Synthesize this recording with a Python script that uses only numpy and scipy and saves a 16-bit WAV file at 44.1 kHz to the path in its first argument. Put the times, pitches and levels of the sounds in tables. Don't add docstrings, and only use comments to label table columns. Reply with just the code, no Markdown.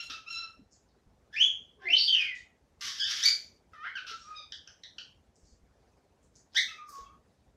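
import sys
import numpy as np
from scipy import signal
from scipy.fft import rfft, irfft, next_fast_len
from scipy.io import wavfile
from scipy.ndimage import uniform_filter1d

SR = 44100
rng = np.random.default_rng(int(sys.argv[2]) if len(sys.argv) > 2 else 0)


def makeup_ratio(level_db):
    decades = np.asarray(level_db, float) / 20
    return 10 ** decades


def persist_wave(psi):
    counts = np.round(np.clip(psi, -1, 1) * 32767).astype(np.int16)
    wavfile.write(sys.argv[1], SR, np.atleast_2d(counts).T)


N = 333396


def colour(x, points):
    size = next_fast_len(len(x))
    hz, db = np.transpose(points)
    bin_hz = np.arange(size // 2 + 1) * SR / size
    gain = makeup_ratio(np.interp(np.log(bin_hz + 1), np.log(hz), db))
    return irfft(rfft(x, size) * gain, size)[:len(x)]


def unit(x):
    return x / np.sqrt(np.mean(x ** 2))


def band(x, hz, width_hz):
    edges = [max(hz - width_hz / 2, 20), min(hz + width_hz / 2, 0.48 * SR)]
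    return signal.sosfilt(signal.butter(2, edges, "bandpass", fs=SR, output="sos"), x)


def drift(size):
    return unit(uniform_filter1d(uniform_filter1d(rng.standard_normal(N), size), size))


def add(out, x, s):
    i = max(int(s * SR), 0)
    out[i:i + len(x)] += x[:N - i]


# (peak place/share of length, start level/dB under peak, end level/dB under peak)
EVEN_SWELL = (0.41, -1, -1)
ROUND_SWELL = (0.27, -11.5, -11)
SNAP_SWELL = (.4, -1.5, -4)


def glides(rows, swell, voice):
    share, start_db, end_db = swell
    calls = []
    for s, length, start_hz, end_hz, db in rows:
        start = (s, start_hz, db + start_db)
        peak = (s + share * length, start_hz + share * (end_hz - start_hz), db)
        end = (s + length, end_hz, db + end_db)
        calls.append(([start, peak, end], voice))
    return calls


# (t/s, length/s, start f/Hz, end f/Hz, peak level/dB)
HONKS = [(0, 0.066, 1355, 1350, -36.5)]
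SCRATCHES = [
    (.097, 0.03, 1319, 1322, -40),
    (4.066, 0.053, 1350, 1361, -43),
    (4.2, 0.067, 1436, 1289, -70),
]
LOWS = [
    (.135, 0.0515, 1356, 1287, -45.5),
    (6.68, 0.054, 1330, 1238, -43),
]
# (t/s, f/Hz, level/dB)
DRAWL = [(.262, 1228, -52), (.28, 1348, -41.5), (.32, 1347, -41), (.37, 1343, -39.5), (.41, 1369, -40.5),
         (.45, 1341, -49.5), (.48, 1300, -51.5), (.53, 1350, -85)]
# (peak place/share of length, start level/dB under peak, end level/dB under peak)
FADING_SWELL = (0.1, -0.62, -24)
# (overtone slope/dB, throat resonance/multiple of pitch, roughness/0-1)
NASAL_VOICE = [(-1.5, 2.0, 0.11), (4.5, 2.0, 0)]
SCRATCH_VOICE = [(-6, 3.3, .4), (-7, 4.8, 0.29)]
LOW_VOICE = [(-12.5, 2.6, 0.094), (1, 0.67, 0.11)]
DRAWL_VOICE = [(-5.5, 1.5, 0.034), (2, 2.1, 0.037), (-6, 3.9, 0.043), (-13, 1.5, 0.053), (-18, 0.55, .05)]


def nasal_notes():
    return (glides(HONKS, FADING_SWELL, NASAL_VOICE) + glides(SCRATCHES, EVEN_SWELL, SCRATCH_VOICE)
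            + glides(LOWS, ROUND_SWELL, LOW_VOICE) + [(DRAWL, DRAWL_VOICE)])


# (t/s, length/s, start f/Hz, end f/Hz, peak level/dB)
CROAKS = [
    (1.30, 0.013, 1467, 1542, -68),
    (2.168, .03, 1890, 1650, -56),
    (2.222, 0.056, 1676, 1418, -59),
    (2.812, 0.13, 1200, 1074, -46.5),
]
CREAKS = [(1.80, .052, 1526, 1783, -42)]
STAIRS = [
    (1.854, .024, 2040, 2150, -33.5),
    (1.884, 0.0075, 2300, 2420, -25.5),
    (1.90, 0.029, 2620, 2780, -25.5),
]
PEEPS = [(1.927, 0.015, 2837, 3176, -18)]
# (t/s, f/Hz, level/dB)
RISE = [(1.326, 1664, -55.5), (1.343, 1721, -36.5), (1.352, 1910, -48), (1.365, 2393, -31.5),
        (1.4, 2840, -33), (1.408, 2992, -22.5), (1.42, 3180, -24.5), (1.432, 3433, -24),
        (1.438, 3320, -26.5)]
CREST = [(1.946, 3409, -37.5), (1.958, 3900, -33), (1.972, 4250, -31.5), (1.99, 4600, -27),
         (2.005, 4500, -36), (2.027, 4538, -29), (2.047, 4657, -28.5), (2.058, 4412, -36)]
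DIVE = [(2.07, 3765, -38), (2.078, 3425, -29.5), (2.088, 3192, -27), (2.1, 3071, -30), (2.108, 3030, -41.5)]
SLIDE = [(2.11, 2960, -44), (2.128, 3188, -26.5), (2.15, 2882, -26.5), (2.18, 2600, -40),
         (2.215, 2520, -22), (2.25, 2223, -42), (2.33, 1950, -43.5), (2.37, 1857, -61)]
# (peak place/share of length, start level/dB under peak, end level/dB under peak)
BUILDING_SWELL = (1, -24.5, -0.57)
PEAKING_SWELL = (0.6, -10, -9)
# (overtone slope/dB, throat resonance/multiple of pitch, roughness/0-1)
CROAK_VOICE = [(-26, 0.44, 0.28), (-23, 0.86, 0.1)]
RISE_VOICE = [(-3, 1.03, 0.124), (-10, 1.0, .07), (-10.5, 0.59, 0.007)]
CREAK_VOICE = [(-9.5, 1.3, 0.38), (-13, 1.2, 0.13)]
STEP_VOICE = [(-17.5, 1.02, .05), (-14.5, 1.0, 0.023)]
PURE_VOICE = [(-30, 0.95, 0.3), (-44, 1.0, 0.2), (-32.5, 1.0, 0.15), (-25.5, 0.96, 0.049)]
DIVE_VOICE = [(-13.5, 1.0, .02), (-12, 0.97, 0.045)]
SLIDE_VOICE = [(-16, 0.77, 0.059), (-14, 1.0, 0.12), (-17, 0.88, .05), (-30.5, 0.99, 0.034)]


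def whistles():
    short = glides(CROAKS, SNAP_SWELL, CROAK_VOICE) + glides(CREAKS, BUILDING_SWELL, CREAK_VOICE)
    short += glides(STAIRS, EVEN_SWELL, STEP_VOICE) + glides(PEEPS, PEAKING_SWELL, STEP_VOICE)
    return short + [(RISE, RISE_VOICE), (CREST, PURE_VOICE), (DIVE, DIVE_VOICE), (SLIDE, SLIDE_VOICE)]


# (t/s, f/Hz, level/dB)
RASP = [(2.808, 1800, -43.5), (2.87, 1750, -42.5), (2.92, 1700, -49.5), (2.97, 1740, -50),
        (2.994, 1480, -44)]
WARBLE = [(2.996, 1455, -39.5), (3.004, 1705, -29.5), (3.016, 1606, -31.5), (3.028, 1515, -41),
          (3.046, 1826, -32), (3.052, 1705, -39)]
GRUMBLE = [(3.05, 1519, -42.5), (3.066, 1655, -40), (3.088, 1529, -39.5), (3.11, 1703, -38),
           (3.14, 1682, -46.5), (3.18, 1636, -40.5), (3.217, 1604, -44)]
SHRIEK = [(3.218, 1580, -39), (3.234, 1802, -27.5), (3.24, 1926, -21.5), (3.246, 2157, -29.5)]
RING = [(3.247, 2180, -27), (3.253, 2230, -25.5), (3.258, 2320, -15.5), (3.264, 2300, -19),
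        (3.272, 2280, -33.5), (3.287, 2330, -23.5), (3.295, 2330, -35)]
# (overtone slope/dB, throat resonance/multiple of pitch, roughness/0-1)
RASP_VOICE = [(0, 4.3, 0.98), (0, 2.4, .45)]
WARBLE_VOICE = [(-1.5, 2.8, .015), (0.031, 1.8, 0.025)]
HOARSE_VOICE = [(-0.987, 2.2, .04), (-0.11, 3.7, 0.91), (0.035, 2.2, .75)]
SHRIEK_VOICE = [(-1.5, 9, 0.036), (1, 1.9, .04), (-0.83, 3.6, 0.22)]
RING_VOICE = [(0, 2.02, 0.058), (0, 1.97, 0.17)]


def rasps():
    return [(RASP, RASP_VOICE), (WARBLE, WARBLE_VOICE), (GRUMBLE, HOARSE_VOICE),
            (SHRIEK, SHRIEK_VOICE), (RING, RING_VOICE)]


# (t/s, f/Hz, level/dB)
MUTTER = [(3.733, 655, -41.5), (3.76, 585, -55), (3.80, 616, -44), (3.825, 623.4, -38), (3.845, 699, -34),
          (3.862, 905.4, -39.5), (3.876, 1091, -39), (3.888, 972, -59), (3.905, 1132, -45.5),
          (3.918, 1068, -63)]
CHIRP = [(3.953, 1649, -32), (3.958, 1522, -34), (3.975, 1381, -41.5), (3.99, 1097, -46.5)]
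HUM = [(4.225, 1200, -67), (4.262, 1200, -49), (4.305, 1273, -44), (4.335, 1226, -46)]
WHINE = [(4.335, 1215, -51.5), (4.355, 1225, -51.5), (4.372, 1269, -44.5), (4.397, 1185, -52.5),
         (4.41, 1262, -55.5), (4.428, 1152, -56.5), (4.437, 1175, -70.5)]
# (t/s, length/s, start f/Hz, end f/Hz, peak level/dB)
CHIPS = [(4.016, .014, 1488, 1450, -56)]
COOS = [
    (4.113, 0.042, 1350, 1330, -37),
    (6.78, .07, 1251, 1157, -41),
    (6.883, .025, 1170, 1180, -39),
]
# (t/s, length/s, start f/Hz, end f/Hz, peak level/dB)
STRAYS = [
    (4.2, 0.083, 5520, 5740, -62),
    (6.775, 0.027, 2284, 2528, -54),
    (7.04, 0.04, 3317, 3304, -72.5),
    (7.06, 0.027, 2650, 2750, -70),
]
# (overtone slope/dB, throat resonance/multiple of pitch, roughness/0-1)
MUTTER_VOICE = [(-7, 2.0, 0.094), (-3.5, 2.1, 0.023), (-7.5, 1.8, 0.026), (-6, 2.0, 0.018),
                (-15, 2.05, .03)]
CHIP_VOICE = [(-7, 1.1, 0.028), (-4, 2, 0.06)]
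COO_VOICE = [(-24.5, 1.02, .05), (-23.5, 1.0, .05)]
HUM_VOICE = [(-17, 0.82, 0.097), (-12, 1.3, 0.086)]
WHINE_VOICE = [(-9, 1.05, 0.036), (-4.5, 4, 0.04), (-5, 3.9, 0.05), (-5, 1.8, 0.07)]


def mutters():
    short = glides(CHIPS, SNAP_SWELL, CHIP_VOICE)
    short += glides(COOS, ROUND_SWELL, COO_VOICE) + glides(STRAYS, ROUND_SWELL, COO_VOICE)
    return short + [(MUTTER, MUTTER_VOICE), (CHIRP, CHIP_VOICE), (HUM, HUM_VOICE), (WHINE, WHINE_VOICE)]


# (t/s, length/s, middle f/Hz, peak level/dB, throat resonance/multiple of pitch)
CLUCKS = [
    (4.5205, 0.0057, 1694, -38.5, 2.3),
    (4.673, .006, 1492, -51, 1.05),
    (4.6735, .0055, 2858, -48.5, 2.05),
    (4.834, 0.0062, 1947, -43.5, 1.8),
    (4.982, 0.0072, 1498, -39.5, 2.2),
]
# (peak place/share of length, start level/dB over peak, end level/dB over peak)
CLUCK_SWELL = (0.15, 0.5, 3)


def clucks():
    drop, slope_db, rough = 0.17, -1, 0.081
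    calls = []
    for s, length, hz, db, throat in CLUCKS:
        row = (s, length, hz * (1 + drop), hz * (1 - drop), db)
        calls += glides([row], CLUCK_SWELL, [(slope_db, throat, rough)] * 2)
    return calls


# (t/s, f/Hz, level/dB)
SQUAWK = [(6.545, 1472, -43), (6.556, 1481, -38.5), (6.568, 1816, -21.5), (6.584, 2218, -25),
          (6.589, 2190, -34)]
SIGH = [(6.922, 1125, -43), (6.95, 1105, -36.5), (6.99, 1100, -36.5), (7.035, 1105, -41.5),
        (7.055, 1130, -49), (7.085, 1160, -56), (7.115, 1230, -57), (7.125, 1290, -61)]
# (overtone slope/dB, throat resonance/multiple of pitch, roughness/0-1)
SQUAWK_VOICE = [(-4.5, 5.5, 0.48), (-4, 1.7, 0.035), (2.5, 0.67, 0.039)]
SIGH_VOICE = [(-45, 1.6, .04), (-56, 0.72, .04), (-28, 0.43, .04), (-19, 1.05, .1)]


def squawk_and_sigh():
    return [(SQUAWK, SQUAWK_VOICE), (SIGH, SIGH_VOICE)]


# (f/Hz, level/dB)
BEAK = [(500, -45), (900, -21.5), (1200, -6.5), (2300, -4), (3200, 3), (3700, -2), (4150, -3.5),
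        (4700, -0.5), (5600, 4), (7000, -13.5), (8000, -19), (9600, -21), (11500, -17.5), (14000, -30),
        (17000, -44)]


def bird():
    throat_db, throat_octaves = 10.5, 0.54
    out, breath = np.zeros(N), rng.standard_normal(N)
    waver, flutter, puff = drift(size=20), drift(size=120), drift(size=22)
    wobble, tremble = drift(size=500), drift(size=350)
    order = np.arange(1, 13)[:, None]
    song = nasal_notes() + whistles() + rasps() + mutters() + clucks() + squawk_and_sigh()
    for note, voice in song:
        s, *columns = np.transpose(note)
        i = np.arange(max(int(s[0] * SR), 0), int(s[-1] * SR))
        hz, db = (np.interp(i / SR, s, c) for c in columns)
        voice_s = np.linspace(s[0], s[-1], len(voice))
        slope_db, throat, rough = (np.interp(i / SR, voice_s, c) for c in np.transpose(voice))
        rough = np.clip(rough, 0, 1)

        hz = hz * (1 + 0.007 * (wobble[i] - wobble[i].mean()))
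        db = db + 1.3 * (tremble[i] - tremble[i].mean())
        throat_hz = throat * hz
        phase = 2 * np.pi * np.cumsum(hz * (1 + 0.3 * rough * waver[i])) / SR

        overtone_hz = order * hz
        boost_db = throat_db * np.exp(-(np.log2(overtone_hz / throat_hz) / throat_octaves) ** 2)
        highness = np.clip(np.log2(overtone_hz / 7200) / 0.3, 0, 1)
        thin_db = 0.8 * np.minimum(db + 22, 0) * highness
        size = makeup_ratio(slope_db * (order - 1) + boost_db + thin_db) * (overtone_hz < 0.45 * SR)
        tone = np.sum(size * np.sin(order * phase), axis=0)
        tone = tone / np.sqrt(np.sum(size ** 2, axis=0) / 2)

        throat_air = 0.31 * puff[i] * np.sin(2 * np.pi * np.cumsum(throat_hz) / SR)
        wide_air = makeup_ratio(np.minimum(0.62 * slope_db, 0)) * breath[i]
        voiced = tone + (0.012 + 2.4 * rough) * (throat_air + wide_air)
        edge = np.clip(np.minimum(i - i[0], i[-1] - i) / (0.0019 * SR), 0, 1)
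        out[i] += makeup_ratio(db + 2.5 * rough * flutter[i]) * edge * voiced
    return colour(out, BEAK)


# (t/s, level/dB, length/s, centre f/Hz, width/Hz)
RUSTLES = [(0.035, -56.5, 0.014, 8000, 7000), (0.0, -76.5, 0.07, 13500, 4000),
           (0.709, -63, 0.063, 6100, 2800), (0.886, -69.5, .015, 5100, 2620),
           (1.993, -60, 0.16, 8260, 8300), (2.345, -57, 0.06, 5270, 4000), (4.138, -63, 0.25, 5200, 3980),
           (5.35, -68.5, 0.056, 6500, 3500), (5.423, -68.5, .17, 6000, 3500),
           (5.699, -83.5, 0.64, 5280, 2368), (6.223, -71.5, 0.046, 7200, 4400),
           (6.353, -57, 0.029, 5900, 2400), (6.354, -70, .03, 8400, 4000), (6.516, -61.5, 0.11, 4400, 2500),
           (6.559, -78, 0.13, 12500, 6000), (2.808, -75.5, .12, 12500, 6500),
           (6.855, -59.5, .2, 5600, 2260), (6.873, -64, .1, 10500, 9500), (6.9, -65, .13, 6000, 2400),
           (6.91, -71, 0.18, 3100, 1800), (7.337, -77, 0.06, 5200, 3000)]


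def rustles():
    out = np.zeros(N)
    grain = rng.standard_normal(N) * makeup_ratio(4.5 * drift(size=60))
    for s, db, length, hz, width_hz in RUSTLES:
        t = np.arange(int(length * SR)) / (length * SR)
        piece = grain[int(s * SR):][:len(t)]
        hiss = unit(band(band(piece, hz, width_hz), hz, width_hz))
        add(out, makeup_ratio(db) * np.minimum(t / 0.19, 1) * (1 - t) * hiss, s)
    return out


# (f/Hz, level/dB per Hz)
HUSH = [(15, -37.5), (25, -14), (55, -3.5), (93, -6), (113, -10), (240, -10.5), (349, -14.5), (422, -13),
        (762, -17.5), (1140, -24), (1710, -26.5), (2490, -30.5), (3090, -32.5), (6390, -33.5),
        (15500, -51.5)]


def hush():
    level_db = -62.5 + 0.5 * drift(size=3000)
    rumble_cut = signal.butter(4, 42, "highpass", fs=SR, output="sos")
    noise = colour(rng.standard_normal(N), HUSH)
    return makeup_ratio(level_db) * unit(signal.sosfilt(rumble_cut, noise))


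# (centre f/Hz, fall by 60 dB t60/s, level/dB)
ROOM_T60 = [(926, 0.33, -1.5), (1926, 0.32, 2.38), (4000, 0.32, 2.24), (8000, 0.34, 0.5),
            (14000, 0.36, -2.5)]
# (delay t/s, level/dB)
WALLS = [(0.0042, -16), (0.025, -17), (0.033, -15.5), (0.052, -19.5), (0.062, -16.5)]


def room(x):
    gap_s, fill_s, early, bend, level_db = 0.0033, 0.022, 0.7, 0.85, 1.5
    t = np.arange(int(0.8 * SR)) / SR
    filling = (t > gap_s) * (early + 1 - np.exp(-t / fill_s))
    echoes = rng.standard_normal(len(t)) * filling
    tail = np.zeros(len(t))
    for hz, t60, db in ROOM_T60:
        tail += band(echoes, hz, 0.61 * hz) * makeup_ratio(db - 60 * (t / t60) ** bend)
    tail = makeup_ratio(level_db) * tail / np.sqrt(np.sum(tail ** 2))
    walls = np.zeros(len(t))
    for s, db in WALLS:
        add(walls, np.array([makeup_ratio(db)]), s)
    return signal.fftconvolve(x, tail + band(walls, 4800, 7300))[:N]


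# (t/s, level/dB, f/Hz, ring t60/s)
KNOCKS = [(0.099, -47.5, 277, 0.07), (.592, -48.5, 269, .15), (.615, -51.5, 205, .15),
          (1.07, -53, 55, 0.18), (4.111, -52, 430, 0.15), (4.40, -58, 567, 0.14), (5.43, -57, 52.9, 0.16),
          (5.521, -54, 52, .25), (5.631, -52.5, 57, .25), (6.55, -53, 864, 0.085),
          (6.985, -53, 469.4, 0.15), (7.01, -52, 51.6, 0.22)]


def knocks():
    out = np.zeros(N)
    for s, db, hz, t60 in KNOCKS:
        t = np.arange(int(t60 * SR)) / SR
        push = 1 - np.exp(-t / 0.00093)
        add(out, makeup_ratio(db - 60 * t / t60) * push * np.sin(2 * np.pi * hz * t), s)
    return out


# (t/s, length/s, level/dB, start f/Hz, end f/Hz)
GURGLE = [
    (1.754, 0.082, -58.5, 450, 383),
    (1.78, 0.11, -61, 1120, 1027),
    (1.81, 0.077, -60.5, 770, 803),
    (1.836, .06, -48, 405, 357),
    (1.854, 0.091, -53, 710, 621),
    (1.885, .055, -56.5, 420, 330),
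    (1.895, .05, -53, 300, 280),
    (1.946, 0.063, -55.5, 500, 460),
    (1.948, 0.067, -67.5, 560, 698.5),
]


def gurgle():
    out, waver = np.zeros(N), drift(size=300)
    for s, length, db, start_hz, end_hz in GURGLE:
        size = int(length * SR)
        hz = np.linspace(start_hz, end_hz, size) * (1 + 0.034 * waver[int(s * SR):][:size])
        tone = np.sin(2 * np.pi * np.cumsum(hz) / SR)
        add(out, makeup_ratio(db) * np.sqrt(np.hanning(size)) * tone, s)
    return out


def scene():
    cage = bird() + rustles() + gurgle()
    return (cage + room(cage) + knocks() + hush())[None]


def suppress(x, strength, floor_db):
    spectrum = signal.stft(x, nperseg=512)[2]
    power = uniform_filter1d(np.abs(spectrum) ** 2, size=5, axis=1)
    power = uniform_filter1d(power, size=5, axis=2)
    background = np.percentile(power, 25, axis=2, keepdims=True)
    gain = np.maximum(1 - strength * background / (power + 1e-18), makeup_ratio(floor_db))
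    return signal.istft(spectrum * gain, nperseg=512)[1][:, :N]


def top_cut(x):
    return signal.sosfilt(signal.butter(12, 15670, fs=SR, output="sos"), x)


def record(dry):
    bent = dry + 0.052 * dry ** 2 - 0.15 * dry ** 3
    mix = suppress(bent, strength=0.6, floor_db=-7)
    return top_cut(mix)


dry = scene()
out = record(dry)
persist_wave(out)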